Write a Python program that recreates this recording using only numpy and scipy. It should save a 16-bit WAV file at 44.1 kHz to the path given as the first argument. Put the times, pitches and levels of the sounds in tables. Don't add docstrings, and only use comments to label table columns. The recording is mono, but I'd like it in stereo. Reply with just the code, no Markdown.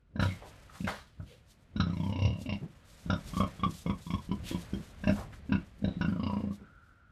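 import sys
import numpy as np
from scipy import signal
from scipy.fft import rfft, irfft, next_fast_len
from scipy.io import wavfile
from scipy.ndimage import uniform_filter1d

SR = 44100
rng = np.random.default_rng(int(sys.argv[2]) if len(sys.argv) > 2 else 0)


def bounce(signal):
    frames = np.transpose(np.atleast_2d(signal))
    limited = np.clip(frames, -1, 1)
    pcm = np.round(limited * 32767).astype(np.int16)
    wavfile.write(sys.argv[1], SR, pcm)


N = 313711
TIME = np.arange(N) / SR


def amp(db):
    return 10 ** (np.asarray(db) / 20)


def unit(x):
    return x / np.sqrt(np.mean(x ** 2) + 1e-30)


def read(points, hz):
    f, value = np.transpose(points)
    return np.interp(np.log(hz + 1), np.log(f + 1), value)


def follow(rows, t):
    start, *columns = np.transpose(rows)
    return np.array([np.interp(t, start, column) for column in columns])


def add(mix, s, sound):
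    part = mix[:, max(round(s * SR), 0):][:, :sound.shape[1]]
    part += sound[:, :part.shape[1]]


def bell(f, hz, width):
    return 1 / np.sqrt(1 + ((f ** 2 - hz ** 2) / (f * width + 1e-6)) ** 2)


def highpass(x, hz):
    return signal.sosfilt(signal.butter(2, hz, "high", fs=SR, output="sos"), x)


def noise(size, alike):
    shared = rng.standard_normal(size)
    separate = rng.standard_normal((2, size))
    return np.sqrt(alike) * shared + np.sqrt(1 - alike) * separate


def coloured(gain, size, alike):
    padded = next_fast_len(size)
    spectrum = rfft(noise(padded, alike)) * gain(np.fft.rfftfreq(padded, 1 / SR))
    return unit(irfft(spectrum, padded)[:, :size])


def wobble(size, samples):
    return unit(uniform_filter1d(rng.standard_normal(size), size=samples))


# (time [s], level [dB])
WHIR_FADE = [(6.5, -86), (6.65, -59.5), (7.11, -66)]


def whir():
    return amp(follow(WHIR_FADE, TIME)) * coloured(lambda f: bell(f, 1400, 220) ** 2, N, 0.2)


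def swells(rows, count=3000):
    t = np.linspace(0, TIME[-1], count)
    level = 0
    for s, length, db in rows:
        level = level + amp(db) * np.exp(-np.maximum((s - t) / 0.98, t - s) / length)
    return np.interp(TIME, t, level)


def with_grunts(delay, length, db):
    return swells([(s + delay, length, (belly + chest) / 2 + db) for s, belly, chest, *_ in GRUNTS])


# (frequency [Hz], level [dB])
THUD_COLOUR = [(15, -24), (30, -1), (55, 11), (200, -2), (350, -13), (700, -21.5), (2000, -96)]
SCRAPE_COLOUR = [(150, 2.5), (350, -9), (550, 0.5), (800, -5), (1300, -5), (2000, -5.5), (3400, -10),
                 (5000, -16), (8000, -27), (15000, -50)]
HISS_COLOUR = [(1500, -17.5), (3500, 2.5), (5500, 0.5), (8000, -1.5), (10500, -6), (13000, -6.5),
               (15000, -39)]
# (time [s], bustle [dB])
BUSTLE_CURVE = [(.15, -22), (.3, 3), (.55, -0.5), (.76, -4), (1.15, -11.5), (1.7, -12), (2.0, -4),
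                (2.6, -6.5), (3.0, -4), (3.4, 5), (4.1, -11.5), (4.6, 3.5), (4.9, -1), (5.25, -1.5),
                (5.7, -8), (6.45, -2.5), (6.7, -11.5), (7.11, -17.5)]
# (time [s], length [s], level [dB])
HEAVY_STEPS = [(3.28, 0.021, -40), (4.44, 0.041, -39.5), (5.2, 0.22, -45.5)]
# (time [s], length [s], level before the hiss trim [dB])
FLOOR_SCUFFS = [(.78, 0.069, -63.5), (.89, 0.024, -62), (1.51, 0.034, -69.5), (2.42, 0.031, -63.5),
                (2.89, 0.14, -68), (3.48, 0.011, -58), (3.71, 0.0099, -59.5), (3.79, 0.055, -62.5),
                (4.13, 0.13, -60), (4.49, 0.02, -49), (5.17, 0.058, -54.5)]
# (level at 0 dB of bustle, before the band's trim [dB], rise per dB of bustle [dB])
THUD_LAW, SCRAPE_LAW, HISS_LAW = (-56, 0.41), (-53.5, 0.97), (-70, 1.43)
SCRAPE_TRIM_DB, HISS_TRIM_DB = -3.5, 6.5
# (delay [s], length [s], level against belly and chest, before the band's trim [dB])
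THUMP, EXHALE = (0.019, 0.035, -3), (0.093, 0.051, -20.5)


def shuffle():
    bustle = follow(BUSTLE_CURVE, TIME)[0]
    thud, scrape, hiss = (amp(db + slope * bustle) for db, slope in (THUD_LAW, SCRAPE_LAW, HISS_LAW))
    thud = np.hypot(thud, swells(HEAVY_STEPS) + with_grunts(*THUMP))
    scrape = amp(SCRAPE_TRIM_DB) * np.hypot(scrape, with_grunts(*EXHALE))
    hiss = amp(HISS_TRIM_DB) * np.hypot(hiss, swells(FLOOR_SCUFFS))
    low = thud * coloured(lambda f: amp(read(THUD_COLOUR, f)), N, 0.99)
    middle = scrape * coloured(lambda f: amp(read(SCRAPE_COLOUR, f)), N, 0.56)
    high = hiss * coloured(lambda f: amp(read(HISS_COLOUR, f)), N, 0.06)
    grit = np.exp(0.057 * wobble(N, 60))
    drag = np.exp(0.48 * wobble(N, 2500))
    return low + grit * (middle + drag * high)


# (frequency [Hz], time to fall 60 dB [s])
PEN_RING = [(80, 0.48), (200, 0.25), (500, 0.14), (1500, 0.13), (4000, 0.072), (12000, 0.081)]


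def pen(x, size=SR // 2):
    hz, t, z = signal.stft(rng.standard_normal((2, size)), SR, nperseg=512)
    alike = (1 / (1 + (hz / 1100) ** 2))[:, None]
    z[1] = alike * z[0] + np.sqrt(1 - alike ** 2) * z[1]
    decay = amp(-60 * t / read(PEN_RING, hz)[:, None])
    tail = signal.istft(z * decay, SR, nperseg=512)[1]
    tail = tail * np.clip((np.arange(tail.shape[1]) / SR - .004) / 0.0027, 0, 1)
    return signal.fftconvolve(x, tail / np.linalg.norm(tail[0]), axes=1)[:, :N]


# (frequency [Hz], width [Hz], level [dB])
STANDING_MODES = [(85.7, 7.8, -11.5), (169, 27, -2), (200.8, 10.7, -3), (248.6, 9.6, -4.5)]


def standing_waves(x):
    ring = 0
    for hz, width, db in STANDING_MODES:
        ring = ring + amp(db) * signal.lfilter(*signal.iirpeak(hz, hz / width, fs=SR), x)
    return ring


# (delay [s], level [dB])
FIRST_ECHOES = [(.0047, -26.5), (0.0118, -31.5), (0.0165, -17.5)]


def walls(x):
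    rasp = highpass(x, 400)
    out = x
    for delay, db in FIRST_ECHOES:
        out = out + amp(db) * np.pad(rasp, ((0, 0), (round(delay * SR), 0)))[:, :N]
    return out


def breaths(rows, flutter, size=SR // 2):
    out, t = np.zeros((2, N)), np.arange(size) / SR
    for s, rise, decay, db, hz, width in rows:
        air = coloured(lambda f: bell(f, hz, width) * bell(f, hz, 2 * width), size, 1 / (1 + hz / 7000))
        swell = np.minimum(t / rise, 1) * np.exp(-np.maximum(t - rise, 0) / decay)
        flap = np.exp(flutter * wobble(size, 180))
        add(out, s, amp(db) * swell * unit(air * flap))
    return out


# (time [s], rise [s], decay [s], level [dB], resonance [Hz], width [Hz])
MURMUR_ROWS = [(2.60, 0.04, 0.017, -38, 153, 123), (4.76, 0.018, 0.019, -35, 179, 40),
               (6.59, 0.021, 0.039, -51, 152, 138)]


def murmurs():
    return breaths(MURMUR_ROWS, 0.11)


# (time [s], rise [s], decay [s], level [dB], resonance [Hz], width [Hz])
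WHISTLE_ROWS = [(.275, 0.04, 0.025, -46, 2167, 110), (1.28, 0.038, 0.043, -58, 497, 50),
                (2.185, 0.04, 0.075, -44.5, 2810, 80), (5.88, 0.052, 0.06, -59, 3820, 220)]


def whistles():
    return breaths(WHISTLE_ROWS, .15)


# (time [s], rise [s], decay [s], level [dB], resonance [Hz], width [Hz])
SNORT_ROWS = [(.197, 0.031, 0.061, -43, 3000, 2510), (.41, 0.02, 0.035, -48, 610, 373),
              (.694, 0.0029, 0.0075, -49, 1250, 600), (.72, 0.035, 0.027, -52.5, 1320, 1110),
              (.87, 0.0027, 0.047, -34, 1380, 840), (.87, 0.0036, 0.035, -37, 580, 300),
              (.87, 0.0023, 0.072, -42, 4100, 2430), (.892, .001, 0.003, -39, 1700, 2400),
              (1.25, 0.057, 0.047, -56.5, 3200, 2780), (4.425, 0.066, 0.041, -41.5, 3300, 3500),
              (5.13, 0.069, 0.035, -45, 680, 610), (5.324, 0.0092, 0.008, -48, 1700, 1310)]


def snorts():
    return breaths(SNORT_ROWS, 0.21)


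# (low edge [Hz], high edge [Hz])
VOICE_REGISTERS = [(68, 138), (140, 330), (370, 780), (860, 1780), (1950, 2550), (2600, 4300), (4600, 6600)]
# (resonance [Hz], width [Hz], level before the mouth's offset [dB])
SNOUT_RESONANCES = [(516, 130, -5.5), (690, 180, -10), (993, 160, -7), (1200, 360, -20), (1665, 160, -14),
                    (2214, 286, -6), (2870, 510, -11), (3730, 780, -15.5), (5000, 550, -6.5)]
ONSET = .02
BUZZ_HZ = 5440
# (mouth resonance [Hz],
#   resonance width [Hz], share of air [0-1], puff decay [s], offset of the snout resonances [dB])
SHUT, OPEN = (1001, 165, .62, .003, -2), (1520, 260, .97, .0045, 0)
MOUTH_NOTCH_ABOVE_HZ, NOSE_NOTCH_RATIO, NOTCH_WIDTH_HZ, NOTCH_DEPTH = 555, 1.183, 510, 0.87


def slap(levels_db, chest_hz, throat_hz, mouth_hz, nose_hz, buzz_hz=BUZZ_HZ, size=6144):
    f = np.fft.rfftfreq(size, 1 / SR)
    width, air, puff_s, snout_db = follow([SHUT, OPEN], mouth_hz)
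    snout = sum(amp(db + snout_db) ** 2 * bell(f, hz, wide) ** 4 for hz, wide, db in SNOUT_RESONANCES)
    body = bell(f, chest_hz, 16) ** 2
    body = body + (amp(-3) * bell(f, 94, 16)) ** 2 + (amp(-16) * bell(f, 258, 40)) ** 2
    tract = body + snout + bell(f, mouth_hz, width) ** 4 + bell(f, nose_hz, width) ** 4
    tract = tract + bell(f, throat_hz, 135) ** 4 + bell(f, buzz_hz, 2 * width) ** 4
    for hz in (mouth_hz + MOUTH_NOTCH_ABOVE_HZ, nose_hz * NOSE_NOTCH_RATIO):
        tract = tract * (1 - NOTCH_DEPTH * bell(f, hz, NOTCH_WIDTH_HZ) ** 2)
    power = 1e-11
    for (low, high), db in zip(VOICE_REGISTERS, levels_db):
        register = tract / (1 + (low / (f + 1)) ** 12) / (1 + (f / high) ** 22)
        power = power + amp(db) ** 2 * 0.019 * SR * register / register.mean()
    analytic = signal.hilbert(.5 * np.log(np.r_[power, power[-2:0:-1]]))[:len(f)]
    ring = np.sqrt(power) * np.exp(-1j * analytic.imag * .8)
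    ahead = 2 * np.pi * .005 * 350 * (1 - np.exp(-f / 350))
    t = np.arange(size) / SR
    puff_level = (1 - np.exp(-t / .0013)) ** 2 * (np.exp(-t / puff_s) + .03 * np.exp(-t / .025))
    puff = unit(noise(size, .75) * puff_level) / np.sqrt(size)
    airy = air * f ** 4 / (f ** 4 + 750 ** 4)
    drive = np.sqrt(1 - airy) + np.sqrt(airy) * rfft(puff)
    placed = np.exp(1j * (ahead - 2 * np.pi * f * ONSET))
    return irfft(ring * drive * placed) * signal.windows.tukey(size, .1)


# (time [s], chest level [dB], throat level [dB], mouth level [dB], chest resonance [Hz])
LEAD_IN_SLAPS = [(0.16, -38.5, -50.5, -54, 215), (0.808, -38, -64, -67.5, 181.6),
                 (1.763, -35, -56, -50, 215), (2.461, -40.5, -54, -63, 254), (3.063, -39.5, -63, -62, 168),
                 (3.336, -40.5, -57, -49, 165), (3.369, -32.5, -49, -41, 182),
                 (3.596, -46, -62, -52.5, 169), (3.864, -34, -42.5, -44, 166),
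                 (4.068, -43, -71, -54.5, 171), (4.105, -37, -60, -42.5, 181),
                 (4.293, -41.0, -79, -60, 184), (4.515, -36, -48, -53.5, 347),
                 (5.039, -39.5, -50, -45.5, 194), (5.495, -36, -59, -58.5, 260),
                 (5.824, -38.5, -57, -70, 217), (5.97, -37, -60, -70, 180)]
LEAD_DEPTH_DB = -8.5


def lead_ins():
    out = np.zeros((2, N))
    for s, boom, throat, rasp, chest_hz in LEAD_IN_SLAPS:
        grunt = next(row for row in GRUNTS if row[0] > s)
        upper_db = np.array(grunt[4:8]) - grunt[4] + rasp
        throat_mouth_nose_hz = grunt[9:12]
        levels_db = [boom + LEAD_DEPTH_DB, boom, throat, *upper_db]
        add(out, s - ONSET, slap(levels_db, chest_hz, *throat_mouth_nose_hz))
    return out


# (time [s], slap rate [Hz],
#   levels of belly, chest, throat, mouth, palate, nose, buzz before jitter [dB],
#   resonances of chest, throat, mouth, nose [Hz])
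GROWLS = [
    [(0.258, 33.14, -26, -36, -45, -49, -50, -51, -55, 186, 530, 1520, 3900),
     (0.33, 30.3, -48, -50, -66, -66, -64, -60, -68, 176, 520, 1310, 3800)],
    [(1.87, 34, -38.5, -37.5, -50, -48, -66, -56, -60, 166, 540, 1384, 3700),
     (1.933, 28.42, -39, -37.5, -58, -57, -59.5, -56.5, -60, 181, 537, 1010, 4100),
     (2.001, 30.73, -37, -32.5, -56, -52, -58, -52, -59, 168, 625, 940, 3300),
     (2.095, 32.96, -34, -37.5, -50.5, -52, -58, -54, -58, 201, 530, 904, 2970),
     (2.159, 30.31, -38.5, -40.5, -48, -50, -51, -47, -56, 270, 546, 964, 2740),
     (2.253, 34.8, -23, -40, -40.5, -49.5, -52, -39, -42, 192, 518, 970, 2800),
     (2.305, 40.8, -28, -38.5, -48.5, -61, -64, -49.5, -65, 209, 493, 980, 2850),
     (2.36, 33.3, -45, -43.5, -60, -64, -74, -58.5, -69, 155, 606, 1060, 2780),
     (2.426, 35.1, -42, -47, -55.5, -73, -79, -67, -81, 234, 507, 850, 2700)],
    [(6.084, 24.02, -36, -29.5, -55, -47, -64, -59, -60, 212, 560, 1520, 3000),
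     (6.162, 27.58, -41.5, -34.5, -49.5, -51, -70, -67.5, -69, 178, 560, 1260, 3000),
     (6.232, 29.45, -35.5, -35.5, -47.5, -45, -59, -43, -52, 247, 520, 1040, 2900),
     (6.3, 28.83, -41, -37, -45, -42, -58, -50.5, -56, 195, 527, 1030, 2800),
     (6.37, 28.87, -40, -34, -45.5, -43, -57.5, -60, -61, 208, 516, 1000, 2850),
     (6.44, 28.33, -39.5, -36, -48, -60, -73, -68, -72, 212.4, 500, 962, 2770),
     (6.517, 29.24, -42.5, -41, -60, -57.5, -76, -79, -81, 191, 504, 1110, 2800)],
]
GROWL_BUZZ_HZ = [5550, 5550, 4900]
GROWL_JITTER_DB, GROWL_JITTER_S = 1.13, 0.00065


def growls():
    out = np.zeros((2, N))
    for curve, buzz_hz in zip(GROWLS, GROWL_BUZZ_HZ):
        t = np.arange(curve[0][0], curve[-1][0], 1 / SR)
        cycles = np.floor(np.cumsum(follow(curve, t)[0]) / SR)
        for s in t[np.diff(cycles, prepend=-1) > 0]:
            _, *voice = follow(curve, s)
            levels_db = voice[:7] + GROWL_JITTER_DB * rng.standard_normal(size=7)
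            at = s + GROWL_JITTER_S * rng.standard_normal()
            add(out, at - ONSET, slap(levels_db, *voice[7:], buzz_hz))
    return out


# (main slap time [s],
#   levels of belly, chest, throat, mouth, palate, nose, buzz [dB],
#   resonances of chest, throat, mouth, nose in the main slap [Hz],
#   gap to the after-slap [s], its boom change [dB], its rasp change [dB])
GRUNTS = [(0.196, -30, -33, -43, -33, -44, -41, -47, 186, 560, 1566, 3950, 0.031, 1.5, 1.5),
          (0.844, -40, -34.5, -56, -60.5, -53, -50.5, -62, 208, 540, 1580, 2630, 0.021, -5, -19),
          (1.201, -41, -50, -60.5, -59, -82, -87, -90, 155, 650, 1400, 3433, 0.03, -5, -16),
          (1.801, -28, -30.5, -51, -34, -58, -32.5, -42.5, 187, 547, 1423, 3880, 0.035, -5.5, -14),
          (2.493, -37, -38, -46, -52, -43.5, -39.5, -52, 202, 580, 976, 2784, 0.033, 2.5, 0),
          (3.101, -33.5, -32.5, -39.5, -34.5, -56, -37, -43, 192, 563, 1430, 3660, 0.031, 1, -5),
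          (3.404, -34, -30, -35.5, -35, -46, -45, -52, 202, 554, 1170, 3210, 0.031, -2, -4),
          (3.635, -36.5, -34.5, -46, -33, -45.5, -38.5, -53, 190.4, 474, 1126, 3340, 0.031, 2.5, -16),
          (3.898, -33.5, -32, -47, -38.5, -45.5, -47, -56, 190.5, 498, 1130, 3340, 0.035, -14, -17.5),
          (4.139, -34.5, -33.5, -55, -41, -51.5, -45, -53, 190.6, 525, 1025, 3380, 0.043, -25, -12),
          (4.316, -37.5, -31.5, -54, -43.5, -58, -45.5, -58.5, 192, 453, 1016, 2990, 0.025, -10.5, -29),
          (4.548, -39, -34, -54, -49, -53, -50, -56, 180.6, 518, 960, 3300, 0.027, -17, -21),
          (4.736, -38, -34, -54, -55.5, -56, -52, -57, 195.5, 430, 1440, 3200, 0.027, -8, -19),
          (5.074, -35, -28.5, -37.5, -39, -41, -43, -47.5, 214.5, 616, 1650, 2710, 0.021, 4.5, -2),
          (5.522, -36, -27, -47.5, -35.5, -42.5, -39.5, -55, 201.5, 554, 1500, 2700, 0.031, -2.5, -9),
          (5.844, -35.5, -29.5, -39.5, -50.5, -55, -46, -59, 202, 515, 1570, 3870, 0.036, -1.5, -5),
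          (6.012, -32.5, -30, -47.5, -36.5, -49.5, -40, -51.5, 182, 550, 1477, 2780, 0.036, -0.5, -7)]
SLAP_GAP_S = 0.03
SAG_PER_SLAP, MOUTH_CLOSING = 0.051, 0.044
RELEASE_DB, AFTER_RASP_DB = -10.5, -13.5
AFTER_DEPTH_DB = -2


def grunts(count=3):
    out = np.zeros((2, N))
    for s, *voice, gap, boom_change, rasp_change in GRUNTS:
        levels_db, pitches = np.array(voice[:7]), np.array(voice[7:])
        add(out, s - ONSET, slap(levels_db, *pitches))
        for k in range(count):
            at = s + gap + k * SLAP_GAP_S
            if any(curve[0][0] - SLAP_GAP_S / 2 < at < curve[-1][0] for curve in GROWLS):
                continue
            boom = boom_change + k * RELEASE_DB
            rasp = rasp_change + k * AFTER_RASP_DB
            fade_db = [boom + AFTER_DEPTH_DB, boom, (boom + rasp) / 2, rasp, rasp, rasp, rasp]
            sag = 1 - (k + 1) * np.array([SAG_PER_SLAP, 0, MOUTH_CLOSING, 0])
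            add(out, at - ONSET, slap(levels_db + fade_db, *(pitches * sag)))
    return out


def scene():
    voices = walls(lead_ins() + grunts() + growls())
    pigs = voices + snorts() + whistles() + murmurs()
    tail = amp(-4) * pen(highpass(pigs, 357))
    near = pigs + tail + standing_waves(pigs) + shuffle()
    right = np.pad(near[1], (4, 0))[:N]
    return np.array([near[0], right]) + whir()


def record(dry):
    lowpass = signal.firwin(511, 15250, window=("kaiser", 9), fs=SR)
    return signal.oaconvolve(dry, lowpass[None], "same")


dry = scene()
out = record(dry)
bounce(out)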